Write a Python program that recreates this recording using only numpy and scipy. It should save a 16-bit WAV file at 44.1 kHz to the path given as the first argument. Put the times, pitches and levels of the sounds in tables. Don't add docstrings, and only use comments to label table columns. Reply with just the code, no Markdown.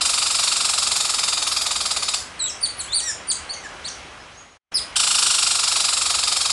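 import sys
import numpy as np
from scipy import signal
from scipy.fft import rfft, irfft
from scipy.io import wavfile

SR = 44100
rng = np.random.default_rng(int(sys.argv[2]) if len(sys.argv) > 2 else 0)


def bounce(signal):
    frames = np.transpose(np.atleast_2d(signal))
    limited = np.clip(frames, -1, 1)
    pcm = np.round(limited * 32767).astype(np.int16)
    wavfile.write(sys.argv[1], SR, pcm)


N = 287532
TOP_HZ = 12300


def undb(db):
    return 10 ** (np.asarray(db) / 20)


def unit(x):
    return x / np.sqrt(np.mean(x ** 2) + 1e-18)


def follow(points, x):
    return np.interp(x, *np.transpose(points))


def shape(points, hz):
    f, db = np.transpose(points)
    return undb(np.interp(np.log(hz + 1), np.log(f), db))


def colour(x, points):
    frequencies = np.fft.rfftfreq(len(x), 1 / SR)
    return irfft(rfft(x) * shape(points, frequencies), len(x))


def wander(t, rate, size=512):
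    return 1.096 * np.interp(t * rate, np.arange(size), rng.standard_normal(size))


def add(out, start, x):
    i = max(int(start * SR), 0)
    out[i:i + len(x)] += x[:len(out) - i]


def grove(flicker_db=1, count=9):
    # frequency_hz, relative_level_db (per Hz)
    rush_spectrum = [(25, -14), (65, 0), (130, -8.5), (300, -9.5), (600, -7), (1150, -5.5), (1900, -7.5),
                     (3200, -10.5), (4500, -17.5), (6000, -17.5), (8500, -23.5), (10500, -26.5),
                     (11300, -46), (12300, -56)]
    level_db = -35
    t = np.arange(N) / SR
    rush = 0
    for hz in 40 * 2 ** np.arange(count):
        octave = [(hz / 2, -40), (hz * .75, 0), (hz * 1.33, 0), (hz * 2, -40)]
        band = colour(rng.standard_normal(N), octave)
        rush = rush + band * undb(flicker_db * wander(t, 14))
    return unit(colour(rush, rush_spectrum)) * undb(level_db)


def bark(pitch_hz, length, db, treble_db, rough, jaw_db, jitter=0.0717, jitter_rate=1400,
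         rest_hz=1440, smear=1.83, release=0.36, size=2048, count=20):
    # frequency_hz, level_db
    resonances = [(350, -29.5), (600, -2.5), (900, -7), (1300, -2), (1850, -12), (2620, -3.8), (3050, -6),
                  (3600, -1), (5100, 0), (5900, -13), (7600, -3), (9100, -10), (10450, -8), (11000, -49.5)]
    # share_of_length, level_db
    pressure = [(0, -6), (.2, -3), (.55, 2.5), (.75, -3), (1, 6.5)]
    fall, droop = .25, .47
    rasp, lift = 1.18, 0.49
    t = np.arange(size) / SR
    u = np.minimum(t / length, 1)
    hz = pitch_hz * (1 - fall * u - droop * u ** 2)
    unsteady = jitter * rough * (0.37 + u) * wander(t, jitter_rate)
    phase = 2 * np.pi * np.cumsum(hz * (1 + unsteady)) / SR
    throat = [(f * (pitch_hz / rest_hz) ** lift if f < 9500 else f, g) for f, g in resonances]
    k = np.arange(1, count + 1)[:, None]
    harmonic_hz = k * hz
    push_db = follow(pressure, u)
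    push_share = np.clip(harmonic_hz / 3000 - .6, 0, 1.6)
    gains = shape(throat, harmonic_hz) * (harmonic_hz < TOP_HZ) * undb(push_db * push_share)
    start_phases = smear * rng.standard_normal((count, 1))
    voice = np.sum(gains * np.cos(k * phase + start_phases), axis=0)
    pulsed_noise = rng.standard_normal(size) * (1 + np.cos(phase))
    puffs = colour(pulsed_noise, [(2400, -5), (3500, -1.5)])
    air = unit(colour(puffs, throat)) * undb(push_db)
    attack = np.clip((t - .0008) / .0008, 0, 1)
    envelope = attack * np.clip((1 - u) / release, 0, 1)
    jaw = [(ratio * pitch_hz, share * jaw_db) for ratio, share in [(1.35, 0), (1.75, 1), (2.1, 1), (2.45, 0)]]
    mouth = jaw + [(5300, 0), (6800, treble_db)]
    sound = colour((voice + rasp * rough * air) * envelope, mouth)
    return unit(sound) * np.sqrt(length * SR / size) * undb(db)


def rattle(count=48):
    # start_s, end_s, level_db (of a bark at no effort)
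    bouts = [(0.0072, 2.16, -19.4), (4.9562, 6.52, -18)]
    # time_s, barks_per_s
    tempo = [(0, 24.11), (.7, 22.81), (1.4, 20.92), (1.79, 20.62), (1.96, 16.25), (2.08, 18.4),
             (4.956, 27.51), (5.4, 24.02), (5.75, 23.79), (6.45, 22.26)]
    # time_s, effort (0-1)
    effort_curve = [(0, 0.53), (.8, .42), (1.4, 0.31), (1.96, 0.18), (2.14, .42), (4.955, 1), (5.0, .72),
                    (5.3, 0.75), (5.6, 0.48), (6.5, .38)]
    bark_hz, effort_hz = 1268.3, 394.1
    bark_s, effort_s = .0162, .0045
    effort_db = 4
    base_treble_db, effort_treble_db = -1.5, 6.5
    base_jaw_db, effort_jaw_db = -2.5, 11.5
    base_rough, effort_clears = 0.868, 0.71
    pitch_spread, length_spread, rough_spread, level_spread_db = .02, .07, .18, 0.5
    out = np.zeros(N)
    for start, end, db in bouts:
        for pitch, length, level, grit in rng.standard_normal((count, 4)):
            if start > end:
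                break
            effort = follow(effort_curve, start)
            rough = base_rough - effort_clears * effort + rough_spread * grit
            sound = bark(pitch_hz=(bark_hz + effort_hz * effort) * (1 + pitch_spread * pitch),
                         length=(bark_s + effort_s * effort) * (1 + length_spread * length),
                         db=db + effort_db * effort + level_spread_db * level,
                         treble_db=base_treble_db + effort_treble_db * effort,
                         rough=np.clip(rough, 0, 1),
                         jaw_db=base_jaw_db + effort_jaw_db * effort)
            add(out, start, sound)
            start += 1 / follow(tempo, start)
    return out


def canopy(x, near_db, far_db, far_t60, cover=1, near_t60=0.11, build=0.02, count=30):
    # frequency_hz, level_db
    leaf_scatter = [(600, -9), (1400, -6), (2600, -7.5), (3500, -2.5), (5000, 1.5), (6000, 4.5), (7500, 1),
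                    (11000, 2)]
    t = np.arange(SR) / SR
    branches = np.zeros(SR)
    delays_s = rng.uniform(.002, .016, count)
    branches[(delays_s * SR).astype(int)] = rng.standard_normal(count)
    branches = branches * undb(-60 * t / near_t60)
    leaves = rng.standard_normal(SR) * undb(-60 * t / far_t60) * (1 - np.exp(-t / build))
    branches = colour(unit(branches), [(1300, 2.5), (2600, -8.5), (4500, 5), (7500, 6.5)])
    leaves = colour(unit(leaves), leaf_scatter)
    response = (undb(near_db) * branches + undb(far_db) * leaves) / np.sqrt(SR)
    return x + signal.fftconvolve(x * cover, response)[:N]


def glide(hz, quaver, edge=0.00066):
    t = np.arange(len(hz)) / SR
    phase = 2 * np.pi * np.cumsum(hz * (1 + quaver * wander(t, 682))) / SR
    return phase, np.clip(np.minimum(t, t[-1] - t) / edge, 0, 1)


def bird(quaver=0.0017, gain_db=-2):
    # time_s, pitch_hz, level_db (before gain_db)
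    whistle_tracks = [
        [(2.035, 4740, -37), (2.05, 5230, -27), (2.09, 5000, -39), (2.13, 5300, -27), (2.16, 4570, -27),
         (2.2, 5200, -33), (2.23, 5300, -48), (2.36, 5300, -100)],
        [(4.185, 5290, -56), (4.2, 5140, -44), (4.23, 5240, -52)],
        [(4.35, 6240, -43), (4.38, 6570, -37), (4.402, 6740, -31.5), (4.425, 6540, -41), (4.45, 6800, -52),
         (4.53, 6660, -39)],
    ]
    out = np.zeros(N)
    for rows in whistle_tracks:
        s, hz, db = np.transpose(rows)
        t = np.arange(s[0], s[-1], 1 / SR)
        phase, gate = glide(np.interp(t, s, hz), quaver)
        level = undb(np.interp(t, s, db) + gain_db)
        add(out, s[0], gate * level * np.sin(phase))
    return out


def swell(u, db, loudest):
    swell_db, wane_db = 14, 15.5
    peak = np.clip(loudest, .01, .99)
    return undb(db + np.interp(u, [0, peak, 1], [-swell_db, 0, -wane_db]))


def squeaks(quaver=0.0041, slack=0.024, count=6):
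    # start_s, length_s, first_hz, held_hz, last_hz,
    # held_reached_share (of length), fall_power, fundamental_db, fundamental_peak_share (of length),
    # overtones_db, overtones_peak_share (of length)
    squeak_rows = [(2.392, 0.079, 4500, 3915, 3620, 0.29, 1.5, -17, 0.18, -16, 0.63),
                   (2.468, 0.043, 3600, 3430, 2450, 0.11, 1.4, -26.5, 0.22, -23, 0.9),
                   (2.607, 0.017, 4430, 4760, 4740, .7, 2, -31, .7, -26, 0.63),
                   (2.626, .04, 4870, 4570, 3000, 0.31, 2.4, -12, 0.29, -16, 0.075),
                   (2.768, 0.045, 5360, 5210, 4940, 0.44, 3.2, -49, .7, -27, 0.61),
                   (2.79, 0.031, 4600, 4470, 3100, .12, 1.4, -23, .3, -20, 0.62),
                   (2.867, .056, 2750, 3590, 3650, .8, 2, -26, 0.87, -59, .6),
                   (2.920, 0.09, 3266, 4645, 2720, .42, 1.9, -14, 0.17, -15, 0.53),
                   (3.015, .104, 1820, 1940, 1620, .38, 1.4, -25, 0.87, -20.5, 0.76),
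                   (3.272, 0.046, 4650, 4570, 4300, 0.55, 1.6, -33, .3, -16, 0.46),
                   (3.2995, 0.026, 5140, 4750, 2790, 0.092, 1.3, -13, 0.056, -13.5, 0.62),
                   (3.491, 0.051, 4090, 4600, 2970, 0.54, 5, -20, 0.16, -31.5, 0.15),
                   (3.53, 0.0174, 3650, 3450, 2810, .2, 0.94, -41, 0.27, -25, 0.57),
                   (3.557, .08, 2300, 2120, 1980, 0.29, 1.5, -35, 0.17, -45, .15),
                   (3.63, 0.046, 2100, 1930, 1606, 0.21, 0.69, -26.5, 0.72, -38, 0.37),
                   (3.842, 0.041, 3350, 4740, 4100, 0.76, 2.5, -21.5, 0.3, -30, 0.31),
                   (3.875, 0.017, 4170, 3630, 2570, 0.22, 1, -25, 0.23, -21.5, 0.81),
                   (4.741, 0.055, 5760, 5115, 3080, 0.11, 1.56, -12, 0.1, -20, 0.36)]
    # frequency_hz, level_db
    narrow_mouth = [(3600, -14.5), (5600, -2), (7500, 0), (9300, -11), (10600, -20.5), (12000, -38)]
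    purity_db_per_khz, lowest_hz = 3, 1820
    out = np.zeros(N)
    k = np.arange(2, count + 1)[:, None]
    for start, length, first_hz, held_hz, last_hz, turn, power, low_db, low_at, high_db, high_at in squeak_rows:
        u = np.linspace(0, 1, int(length * SR))
        bend = np.maximum(1 - u / turn, 0)
        fall = np.maximum((u - turn) / (1 - turn), 0)
        hz = held_hz + (first_hz - held_hz) * bend ** 2 + (last_hz - held_hz) * fall ** power
        phase, gate = glide(hz, quaver + slack * fall ** 2)
        above_khz = (held_hz - lowest_hz) / 1000
        purity = undb(-purity_db_per_khz * above_khz * k)
        weights = shape(narrow_mouth, k * hz) * purity * (k * hz < 1.2 * TOP_HZ)
        weights = weights / (weights.max(axis=0) + 1e-9)
        overtones = np.sum(weights * np.sin(k * phase), axis=0)
        low = swell(u, low_db, low_at) * np.sin(phase)
        high = swell(u, high_db, high_at) * overtones
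        add(out, start, gate * (low + high))
    return out


def scene():
    # time_s, level_db
    foliage_share = [(0, 2.3), (1.45, 1.5), (1.75, 0.5), (2.15, -0.5), (4.96, 1), (5.2, 2.5), (6.5, 1)]
    barks = rattle()
    calls = squeaks() + bird()
    cover = undb(follow(foliage_share, np.arange(N) / SR))
    barking = canopy(barks, cover=cover, near_db=-9.0, far_db=-1.5, far_t60=0.32)
    piping = canopy(calls, near_db=-7.5, far_db=-3.5, far_t60=0.29)
    return (barking + piping + grove())[None]


def record(dry):
    # time_s, gain_db
    fade = [(3.98, -3.5), (4.2, -6), (4.35, -9), (4.48, -12), (4.57, -16), (4.591, -64), (4.711, -53),
            (4.72, -2.5), (4.95, -4.5)]
    faded = dry * undb(follow(fade, np.arange(N) / SR))
    low_pass = signal.ellip(8, .2, 70, TOP_HZ, fs=SR, output="sos")
    return signal.sosfilt(low_pass, faded)


dry = scene()
out = record(dry)
bounce(out)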